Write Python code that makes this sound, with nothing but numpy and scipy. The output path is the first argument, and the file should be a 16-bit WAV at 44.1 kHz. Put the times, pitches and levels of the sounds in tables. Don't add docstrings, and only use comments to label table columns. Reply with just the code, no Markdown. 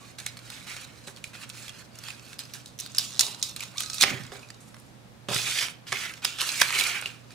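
import sys
import numpy as np
from scipy import signal
from scipy.fft import rfft, irfft, next_fast_len
from scipy.io import wavfile
from scipy.ndimage import uniform_filter1d, map_coordinates

SR = 44100
rng = np.random.default_rng(int(sys.argv[2]) if len(sys.argv) > 2 else 0)


def magnitude_from_level(level_db):
    exponent = np.asarray(level_db, float) / 20
    return 10 ** exponent


def wav_record(signal):
    frames = np.transpose(np.atleast_2d(signal))
    bounded = np.clip(frames, -1, 1)
    quanta = np.round(bounded * 32767).astype(np.int16)
    wavfile.write(sys.argv[1], SR, quanta)


N = 323694

# pitch_hz, width_hz, level_db
TABLE_MODES = [(123.3, 20, 1.5), (240, 71, -5), (394, 17.3, -2), (566, 104, -9.5), (768, 97, -10),
               (1200, 260, -15)]


def unit(x):
    return x / np.sqrt(np.mean(x ** 2) + 1e-20)


def along(points, hz, order=1):
    cols = np.transpose(points)
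    return np.interp(np.log(hz + 1), np.log(cols[0] + 1), cols[order])


def curves(rows):
    s, *cols = np.transpose(rows)
    return [np.interp(np.arange(N) / SR, s, c) for c in cols]


def wobble(rate):
    coarse = np.arange(0, N + 32, 32)
    knots = rng.standard_normal(int(N * rate / SR) + 8)
    return np.interp(np.arange(N), coarse, map_coordinates(knots, [coarse * rate / SR]))


def filtered(x, response):
    m = next_fast_len(x.shape[-1] + 2048)
    spectrum = rfft(x, m) * response(np.fft.rfftfreq(m, 1 / SR))
    return irfft(spectrum, m)[..., :x.shape[-1]]


def body(modes):
    def response(f):
        total = 0
        for k, (c, w, db) in enumerate(modes):
            total = total + (-1) ** k * magnitude_from_level(db) * 1j * f * w / (c * c - f * f + 1j * f * w)
        return total
    return response


def room_tone():
    # pitch_hz, density_db
    rumble_colour = [(25, -50), (42, -12.5), (90, -9), (150, -3.5), (240, -5.5), (330, -11), (450, -18.5),
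                     (800, -29.5), (1500, -63)]
    t = np.arange(N) / SR
    hum = magnitude_from_level(-54.0 + 1.3 * wobble(6.5)) * np.sin(2 * np.pi * 120 * t + 0.64 * wobble(3.62))
    hum += magnitude_from_level(-77.5 + 1.5 * wobble(6.3)) * np.sin(2 * np.pi * 236 * t + 0.62 * wobble(9.2))
    noise = rng.standard_normal((3, N))
    shared = noise[0] + 0.78 * noise[1:]
    rumble = unit(filtered(shared, lambda hz: magnitude_from_level(along(rumble_colour, hz))))
    return hum + magnitude_from_level(-55.0 + 0.24 * wobble(4.73)) * rumble


def hiss():
    # pitch_hz, density_db
    hiss_colour = [(200, -34), (500, 3), (1500, -5), (4000, -10.5), (8000, -17.5), (13000, -22.5),
                   (16000, -27)]
    noise = rng.standard_normal((2, N))
    return magnitude_from_level(-56.0) * unit(filtered(noise, lambda hz: magnitude_from_level(along(hiss_colour, hz))))


def contact():
    # start_s, rub_db, fade_s (per 20 dB), lean_db, keen_db
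    bites = [(0.186, -44, 0.13, 0, 2), (0.263, -40.5, 0.08, -2.5, 1), (0.375, -40, -0.27, -6, -7),
             (0.669, -42, 0.23, 3, -1.5), (1.073, -47, 0.06, 0, 13), (1.247, -45, 0.09, -6, 0),
             (1.502, -42, -0.6, 1, -6), (2.395, -44.5, 0.2, -5, -4), (2.54, -44.5, 0.13, -4.5, 4.5),
             (2.793, -41.5, 0.2, -7, -11.5), (2.951, -47, 0.5, -4, -7), (2.99, -34.5, 0.25, -13, -1),
             (3.199, -24, 0.1155, -13, 1), (3.431, -31.5, 0.11, -12.5, -6), (4.037, -33.5, 0.1876, 4, -2),
             (4.06, -37.5, 0.16, -1, -18), (4.324, -50.5, 0.2, 0.5, 6.5), (4.747, -63.5, 0.6, -14, 12.5),
             (6.25, -35, 0.16, -5, -12), (3.225, -49.5, 0.25, 5.5, 10.5), (4.605, -61.5, 0.34, -7, 17),
             (5.869, -41, .3, -2, -3), (6.787, -41, 0.27, -8, -3), (1.572, -48, 0.23, -7, 2),
             (3.609, -45.5, 0.22, -3.5, 1.5), (3.566, -43, 0.09, -3.5, 7), (6.222, -44.5, 0.34, 4, -11)]
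    # peak_s, rub_db, rise_s, fade_s (both per 20 dB), lean_db
    draws = [(0, -62, .1, 0, 6), (.11, -55, 6, .07, -3.5), (.551, -47.5, 0.3, 0.2, -1.5),
             (.85, -46, 0.5, -0.1, -4), (.986, -56.5, 0.6, 0.5, -5.5), (1.17, -55.5, 0, 0.05, -2),
             (1.592, -47.5, 0.24, 0.3, -2.5), (1.825, -56, 0.5, -0.1, 3), (2.083, -43.5, 0.14, 0.1, -0.5),
             (2.327, -52, 0.37, 0.07, -1.5), (2.67, -49.5, 0, 0.1, -22.5), (3.17, -54, 0, 0, -9),
             (3.626, -39, 0, 0.04, -1), (3.801, -33, 0.04, 0.1351, -12), (3.971, -35, 0.13, 0.05, -12),
             (4.023, -14.5, 0.02, 0.0033, -7.5), (4.51, -59, 0.5, 0.24, -3)]
    # time_s, rub_db, lean_db
    long_pulls = [
        [(1.333, -51.5, 5), (1.355, -49, 1.5), (1.385, -53.5, 2), (1.43, -48, 3.5), (1.444, -49.5, 1),
         (1.46, -62, 8)],
        [(5.289, -41, 3), (5.36, -29.5, -1), (5.408, -32.5, -4.5), (5.57, -32, -2), (5.595, -28.5, -4),
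         (5.608, -27, -2.5), (5.63, -32.5, -0.5), (5.7, -43.5, -1), (5.8, -68, -18)],
        [(5.9, -53, -7), (5.94, -36.5, 6.5), (6.0, -39.5, 2), (6.055, -39, 4.5), (6.075, -46, 3.5),
         (6.11, -51, 3), (6.2, -61, -6.5)],
        [(6.375, -54, -2), (6.405, -30, 2.5), (6.457, -37, -1), (6.581, -36, -1), (6.617, -29, 1),
         (6.645, -36, 2), (6.769, -35, 5), (6.797, -27.5, -1), (6.948, -39, 6)],
        [(6.945, -42, 9.5), (6.96, -42, 10.5), (7.004, -51.5, 11.5), (7.08, -44.5, 2.5), (7.172, -60, 2.5),
         (7.236, -69, 0), (7.339, -54.5, -6)],
    ]
    bite_s = .005
    usual_db, rest_db = -37.5, -81
    t = np.arange(0, N / SR + .01, .001)

    def ramp(s, db, rise, fade):
        return db - 20 * np.maximum((s - t) / max(rise, .002), (t - s) / max(fade, .01))

    moves = [(ramp(s, db, bite_s, fade), lean, keen) for s, db, fade, lean, keen in bites]
    moves += [(ramp(s, db, rise, fade), lean, 0) for s, db, rise, fade, lean in draws]
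    for s, db, lean in map(np.transpose, long_pulls):
        level = np.interp(t, [s[0] - bite_s, *s, s[-1] + bite_s], [-120, *db, -120])
        moves.append((level, np.interp(t, s, lean), 0))

    power = magnitude_from_level(2 * rest_db)
    for db, lean, keen in moves:
        fizz = usual_db + 1.11 * (db - usual_db) - 7 + 0.21 * lean + keen
        drag = usual_db + 0.81 * (db - usual_db) - 8 + lean + 0.25 * keen
        power = power + magnitude_from_level(2 * np.array([db, db + lean, fizz, drag]))
    return curves(np.transpose([t, *10 * np.log10(power)]))


def slips(rate, life, spread_db, smooth):
    turns = np.cumsum(rate * magnitude_from_level(2.8 * wobble(40)) / SR)
    at = np.diff(np.floor(turns), prepend=0)
    sizes = at * magnitude_from_level(spread_db * rng.standard_normal(N))
    u = np.arange(SR // 40) / SR / life
    return smooth + unit(signal.fftconvolve(sizes, u * np.exp(-u))[:N])


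def rub(force, colour, own_db, patchy_db):
    tearing = force * magnitude_from_level(own_db * wobble(70)) * rng.standard_normal(N)
    hz, t, z = signal.stft(tearing, SR, nperseg=512)
    patches = uniform_filter1d(uniform_filter1d(rng.standard_normal(z.shape), 2, 0), 9, 1)
    gain = colour(hz[:, None], t) * magnitude_from_level(patchy_db * unit(patches))
    gain /= np.sqrt(np.mean(np.abs(gain) ** 2, axis=0))
    return unit(signal.istft(z * gain, nperseg=512)[1][:N])


def sawing():
    # multiple_of_centre, width (same unit), level_db
    strip_modes = [(1, 0.13, 2), (1.4, 0.55, -0.5), (1.9, 0.99, -4)]
    plate_modes = [(.8, 0.28, -6.5), (1, 0.12, 4.5), (1.3, 0.39, -4)]
    drag_modes = [(.7, 0.54, -10), (1, 0.18, 1), (1.27, 0.21, -3.5)]
    # pitch_hz, density_db
    fizz_colour = [(4410, -10.5), (7500, -1.5), (10400, -3.5), (15300, -24), (16100, -26), (16500, -49)]
    # time_s, strips_hz, plate_hz, drag_hz
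    stack_sizes = [(0, 3900, 2380, 1300), (.75, 3910, 2340, 1390), (2.1, 4270, 2610, 1370),
                   (2.8, 3650, 2460, 1250), (3.05, 3520, 2650, 1180), (3.22, 3700, 2750, 880),
                   (3.36, 3800, 2930, 920), (3.45, 3720, 2600, 1060), (3.75, 3860, 2520, 1210),
                   (4.0, 3900, 2490, 1230), (4.06, 3180, 2300, 1480), (4.24, 3240, 1770, 1340),
                   (4.4, 3780, 2410, 1200)]
    plate_sizes = [(5.3, 3500, 2620, 1260), (5.37, 3540, 2430, 1280), (5.42, 3350, 2470, 1300),
                   (5.55, 3500, 2300, 1440), (5.61, 3200, 2100, 1480), (5.7, 3080, 2520, 1450),
                   (5.93, 3240, 2240, 1490), (6.1, 3660, 2100, 1490), (6.4, 3520, 2860, 1300),
                   (6.45, 3930, 2760, 1350), (6.6, 4300, 2250, 1420), (6.8, 4120, 2440, 1320),
                   (7.0, 4000, 2200, 1420), (7.06, 3870, 2620, 1370), (7.15, 3780, 2500, 1300)]
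    rub_db, plate_db, fizz_db, drag_db = contact()
    force = slips(rate=190, life=0.0025, spread_db=3.0, smooth=1.15)
    s, strips_hz, plate_hz, drag_hz = np.transpose(stack_sizes + plate_sizes)

    def moving(modes, centre):
        return lambda hz, t: body(modes)(hz / np.interp(t, s, centre))

    out = magnitude_from_level(rub_db) * rub(force, moving(strip_modes, strips_hz), own_db=1.5, patchy_db=2.5)
    out += magnitude_from_level(plate_db) * rub(force, moving(plate_modes, plate_hz), own_db=2.0, patchy_db=2.0)
    drag = magnitude_from_level(drag_db) * rub(force, moving(drag_modes, drag_hz), own_db=1.6, patchy_db=2.1)
    out += drag + magnitude_from_level(17.0) * filtered(drag, body(TABLE_MODES[2:3]))
    fizz = rub(force, lambda hz, t: magnitude_from_level(along(fizz_colour, hz)), own_db=3.0, patchy_db=2.0)
    out += magnitude_from_level(fizz_db) * fizz
    return magnitude_from_level(-0.5) * out


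def pips():
    # start_s, peak_db, pitch_hz, t60_s
    flaps = [(4.082, -26.5, 2100, .02), (0.013, -52, 1140, 0.29), (4.43, -42, 2490, 0.038),
             (4.445, -51, 2460, .04), (6.399, -25.5, 3030, 0.026), (6.7564, -27, 2290, 0.027),
             (6.7719, -21, 2260, 0.021), (6.7864, -20.5, 2200, 0.042), (6.817, -22, 2260, 0.043),
             (6.8632, -22.5, 2120, 0.023), (6.902, -38, 2350, .04), (6.951, -28, 2340, 0.064),
             (6.962, -28, 2330, .04), (7.0582, -18, 2800, 0.0089), (7.065, -34, 2730, 0.023),
             (7.101, -37, 2550, 0.022), (2.067, -39, 3140, .025), (2.55, -46.5, 1620, 0.098),
             (3.987, -44, 1260, .04), (4.16, -45, 3300, .12)]
    out, t = np.zeros(N + SR), np.arange(SR // 12) / SR
    for s, db, hz, t60 in flaps:
        drift = 0.081 * np.cumsum(rng.standard_normal(len(t)))
        envelope = magnitude_from_level(-60 * t / max(t60, .005)) * (1 - magnitude_from_level(-60 * t / 0.007))
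        pip = envelope * np.sin(2 * np.pi * hz * t + drift)
        out[round(s * SR):][:len(t)] += magnitude_from_level(db) * pip / np.abs(pip).max()
    return out[:N]


def snaps():
    # start_s, peak_db, ring_hz, dull_db (re peak)
    saw_snaps = [(.1839, -30, 4120, -15), (.1994, -27.5, 4060, -22), (.2622, -15.5, 2300, -15),
                 (.369, -29.5, 4330, -14), (.3894, -32.5, 4140, -10), (.5002, -27, 4170, -19),
                 (.7637, -26.5, 2470, -7), (1.072, -32, 4530, -7), (1.2395, -21, 2330, -25),
                 (1.498, -27.5, 3230, -16), (1.6795, -27, 3420, -16), (1.6916, -26, 3300, -17.5),
                 (1.9539, -36, 7200, -18), (1.9863, -29, 6100, -28), (2.0357, -29, 4800, -13),
                 (2.0832, -24.5, 5110, -5), (2.1026, -24.5, 2580, -16), (2.329, -30, 2500, -16),
                 (2.39, -21, 4870, -19), (2.5355, -25, 5630, -20), (2.6578, -29.5, 3900, -31),
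                 (2.788, -24, 5930, -35), (2.7989, -20, 6000, -36), (2.8063, -23.5, 6050, -26),
                 (2.8603, -25.5, 4570, -15)]
    break_snaps = [(2.778, -43, 6040, -28), (2.917, -38, 6000, -30), (2.9466, -23, 4520, -18),
                   (2.96, -28, 5000, -23), (2.968, -24, 5500, -20), (2.991, -16, 5000, -16),
                   (3.049, -28, 4500, -26), (3.345, -28, 3900, -16), (3.594, -28, 2600, -13),
                   (3.621, -31, 5000, -18), (3.82, -24, 4380, -14), (3.833, -21, 4560, -12),
                   (3.859, -25, 3830, -18), (3.871, -39, 4020, -18), (3.9628, -36, 4520, -20),
                   (3.9812, -20, 3620, -15), (4.2342, -35, 5350, -13), (4.264, -36, 5000, -21),
                   (4.355, -33, 2470, 3), (4.392, -39, 4500, -23), (4.4866, -38.5, 4160, -20),
                   (2.982, -3, 5000, -30.5), (3.1929, -1.5, 3920, -24), (3.2074, -3.5, 3700, -21),
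                   (3.265, -19.5, 4180, -18), (3.414, -30, 4000, -43), (3.4255, -9, 3800, -26),
                   (3.7797, -14.5, 3680, -20.5), (3.898, -19, 3880, -19.5), (3.9309, -20.5, 3970, -25),
                   (4.0092, -5, 3750, -20), (4.249, -35, 2440, -8.5), (4.318, -30.5, 2380, 11),
                   (4.5016, -28, 4800, -8), (4.543, -41, 4200, -21.5), (4.7425, -34, 5800, 0),
                   (4.765, -38, 5000, 1), (4.798, -42, 9050, -29)]
    plate_snaps = [(5.2848, -20.5, 2850, -14), (5.3614, -14.5, 3210, -9), (5.4156, -20, 3540, -29),
                   (5.488, -32, 3520, -15), (5.5867, -14, 2510, -30), (6.2461, -10, 4970, -13),
                   (6.2495, -11, 3150, -15), (6.3853, -22, 2920, -16), (6.4064, -16, 4200, -17),
                   (6.4132, -15, 3030, -26), (6.4895, -14.5, 4330, -20), (6.6148, 0, 2240, -10.5),
                   (6.617, -6.5, 2100, -3), (6.7236, -16.5, 2100, -24), (6.788, -14.5, 5000, -25),
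                   (6.5165, -19, 6500, -11), (6.797, -10, 3400, -32), (6.8087, -12, 2260, -25),
                   (6.8364, -12, 3880, -38), (7.0573, -24, 4200, -32), (7.3047, -36.5, 4680, -7)]
    # start_s, peak_db, ring_hz, dull_db (re peak)
    keen_snaps = [(1.0799, -30.5, 2540, -6), (1.088, -39, 4000, -8), (1.1612, -34.5, 4400, -20),
                  (1.17, -34.5, 3000, -12), (1.181, -38, 4000, -13), (1.3503, -32, 2500, -1),
                  (1.491, -31.5, 8800, -11), (1.67, -42, 5000, -24), (3.105, -32, 4030, -15),
                  (3.203, -32, 4000, -29), (3.217, -24, 4500, -22), (3.394, -38, 5000, -22),
                  (3.492, -29, 4000, -25), (3.51, -31, 5000, -22), (3.5612, -21, 3950, -16),
                  (3.6041, -20.5, 2400, -27), (3.6341, -24.5, 3820, -13), (3.771, -27, 4000, -23),
                  (3.8037, -15.5, 4030, -18), (3.9413, -21, 4500, -17.5), (5.3442, -16, 6260, -20),
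                  (6.136, -28, 3020, -10), (6.24, -26, 2500, -8), (6.322, -32, 3000, -6),
                  (6.6, -16, 7000, -7), (6.6108, -13, 6040, -9), (7.012, -25, 8500, -12),
                  (2.194, -35, 2600, -14), (2.263, -38, 5000, -15), (2.339, -37, 4500, -16),
                  (2.385, -36, 4700, -22), (2.434, -35, 5000, -18), (2.452, -34, 5550, -20),
                  (2.545, -31, 3800, -20)]
    blunt_snaps = [
        (4.0284, -3.5, 3700, -17),
        (4.0352, -2, 2330, -11),
        (5.6046, -27, 3220, -19),
        (5.609, -22, 2180, -22),
        (5.682, -24.5, 2150, -13),
        (5.92, -14.5, 2170, -19.5),
        (5.9251, -11, 2330, -8),
        (6.7037, -14, 2510, -12),
        (7.0218, -22, 1700, 1),
    ]
    chatter_s, chatter_gap_s = 3.1185, .0084
    skips = [(chatter_s + k * chatter_gap_s, -30, 3700, -15) for k in range(8)]
    runs = [(saw_snaps, -9, -6), (break_snaps + skips, -17, -1.5), (plate_snaps, -17.5, -10),
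            (keen_snaps, -7, -4), (blunt_snaps, -23, -10.5)]

    t = np.arange(SR // 25) / SR
    shape = magnitude_from_level(-60 * t / 0.0065) + 0.15 * magnitude_from_level(-60 * t / 0.04)
    shape *= 1 - magnitude_from_level(-60 * t / 0.00077)
    shape += .5 * np.interp(t - .0017, t, shape, left=0)

    def edge(f):
        return 1j * f / (700 + 1j * f) / (1 + 1j * f / 12000) ** 2

    out = np.zeros(N + SR)
    for rows, top_db, over_db in runs:
        for s, db, hz, dull_db in rows:
            bright_db = top_db + 0.37 * (db + 19.0) + 6.7 * np.log2(hz / 3500)
            piece = body([(1500, 1200, dull_db + 5.5), (hz, 0.12 * hz, 1.5),
                          (1.536 * hz, 0.5 * hz, over_db), (9000, 4500, bright_db + 4.5)])
            tear = shape * rng.standard_normal(len(t))
            tear[8] += 1.6
            crack = filtered(tear, lambda f: piece(f) * edge(f))
            crack /= 3.49 * np.std(crack[:SR // 200])
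            out[round((s + .001) * SR):][:len(t)] += magnitude_from_level(db - 1.0) * crack
    return out[:N]


def knocks():
    # start_s, peak_db, thud_db (re peak), rattle_t60_s
    blows = [(1.073, -34.5, -12, 0.18), (4.024, -36, 0, 0.17), (4.035, -19, -13.5, 0.15),
             (4.078, -25, -13, 0.34), (4.114, -28, -5, 0.23), (4.2, -46, 3.5, 0.45),
             (4.318, -30.5, -28, 0.39), (5.285, -20, -15, 0.18), (5.309, -20, -14, 0.14),
             (5.329, -39, -12, 0.13), (5.359, -31.5, -3.5, 0.087), (5.921, -23.5, -21, 0.098),
             (6.246, -31.5, -30, 0.1), (6.613, -28.5, -7.5, 0.015), (7.057, -37, -15, 0.07)]
    tap, thud, t = np.zeros(N + SR), np.zeros(N + SR), np.arange(SR // 4) / SR
    for s, db, thud_db, rattle in blows:
        blow = 0.053 * magnitude_from_level(-60 * t / max(rattle, .01)) * rng.standard_normal(len(t))
        blow[0] = 1
        tap[round((s + .002) * SR):][:len(t)] += magnitude_from_level(db + 38.5) * blow
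        thud[round(s * SR):][:len(t)] += magnitude_from_level(db + thud_db + 48.5) * blow
    upper = body(TABLE_MODES[2:])
    tap = filtered(tap[:N], lambda hz: upper(hz) / (1 + 1j * hz / 1500))
    return tap + filtered(thud[:N], body(TABLE_MODES[:2]))


def bumps():
    # start_s, level_db, t60_s
    pushes = [
        (1.24, -60, 0.13),
        (4.03, -47, .3),
        (4.3, -50, .2),
        (6.612, -42, 0.071),
    ]
    legs_hz = 62
    t, out = np.arange(N) / SR, np.zeros(N)
    for s, db, t60 in pushes:
        after = np.maximum(t - s, 0)
        out += magnitude_from_level(db - 60 * after / max(t60, .02)) * np.sin(2 * np.pi * legs_hz * after)
    return out


def squeak():
    # time_s, pitch_hz, level_db
    glide = [(3.732, 520, -78), (3.742, 627, -62), (3.754, 896, -56), (3.763, 1117, -49),
             (3.777, 1263, -47), (3.797, 1142, -46), (3.82, 1267, -52), (4.0, 1277, -57), (4.03, 1314, -84)]
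    hz, db = curves(glide)
    turn = 2 * np.pi * np.cumsum(hz * (1 + 0.022 * wobble(300))) / SR
    tone = np.sin(turn) + 0.8 * np.sin(2 * turn) + 0.61 * np.sin(3 * turn) + 0.2 * np.sin(4 * turn)
    return magnitude_from_level(db + 3.5 * wobble(90) + 1.5) * tone


def echoes(x, t60, delay):
    hz, t, z = signal.stft(rng.standard_normal((2, SR // 2)), SR, nperseg=128)
    tail = signal.istft(z * magnitude_from_level(-60 * t / t60(hz)[:, None]), SR, nperseg=128)[1]
    tail /= np.linalg.norm(tail[0])
    late = np.pad(x, (round(delay * SR), 0))
    return signal.fftconvolve(late[None], tail, axes=1)[:, :N]


def scatter(x):
    hop, t = SR // 20, np.arange(SR // 80) / SR
    out, fade, padded = np.zeros(N + SR), np.hanning(2 * hop), np.pad(x, (hop, SR))
    for start in range(0, N + hop, hop):
        path = rng.standard_normal(len(t)) * magnitude_from_level(-60 * t / 0.011) * (t > .0004)
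        piece = signal.fftconvolve(padded[start:start + 2 * hop] * fade, path / np.linalg.norm(path))
        out[start:start + len(piece)] += piece
    near = filtered(out[hop:hop + N], lambda hz: 1j * hz / (4500 + 1j * hz))
    return np.array([near, -near])


def ports(x):
    # pitch_hz, level_db, phase_rad
    balance = [(60, -9.5, -0.73), (355, -5, -0.78), (970, -6.5, 0.7), (2100, -6, -0.74), (5000, -4, -0.51),
               (15000, -3.5, 0.72)]
    side = np.array([[.5], [-.5]])

    def response(hz):
        return magnitude_from_level(side * along(balance, hz)) * np.exp(-1j * side * along(balance, hz, order=2))

    return filtered(x, response)


def scene():
    # pitch_hz, t60_s
    decay = [(200, 0.51), (2000, 0.4), (12000, 0.016)]
    work = sawing() + pips() + snaps() + knocks() + bumps() + squeak()
    room = magnitude_from_level(-16) * echoes(work, lambda hz: along(decay, hz), delay=.006)
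    heard = magnitude_from_level(-.5) * work + magnitude_from_level(-1.5) * scatter(work) + room + room_tone()
    return ports(heard) + hiss()


def band_limit(x):
    return signal.sosfilt(signal.butter(12, 16870, fs=SR, output="sos"), x)


def record(dry):
    def edge(hz):
        return magnitude_from_level(np.interp(hz, [15600, 16000, 16800, 16900], [0, -26, -34, -90]))

    mix = filtered(np.clip(dry, -1.05, 1.05), edge)
    return band_limit(mix)


dry = scene()
out = record(dry)
wav_record(out)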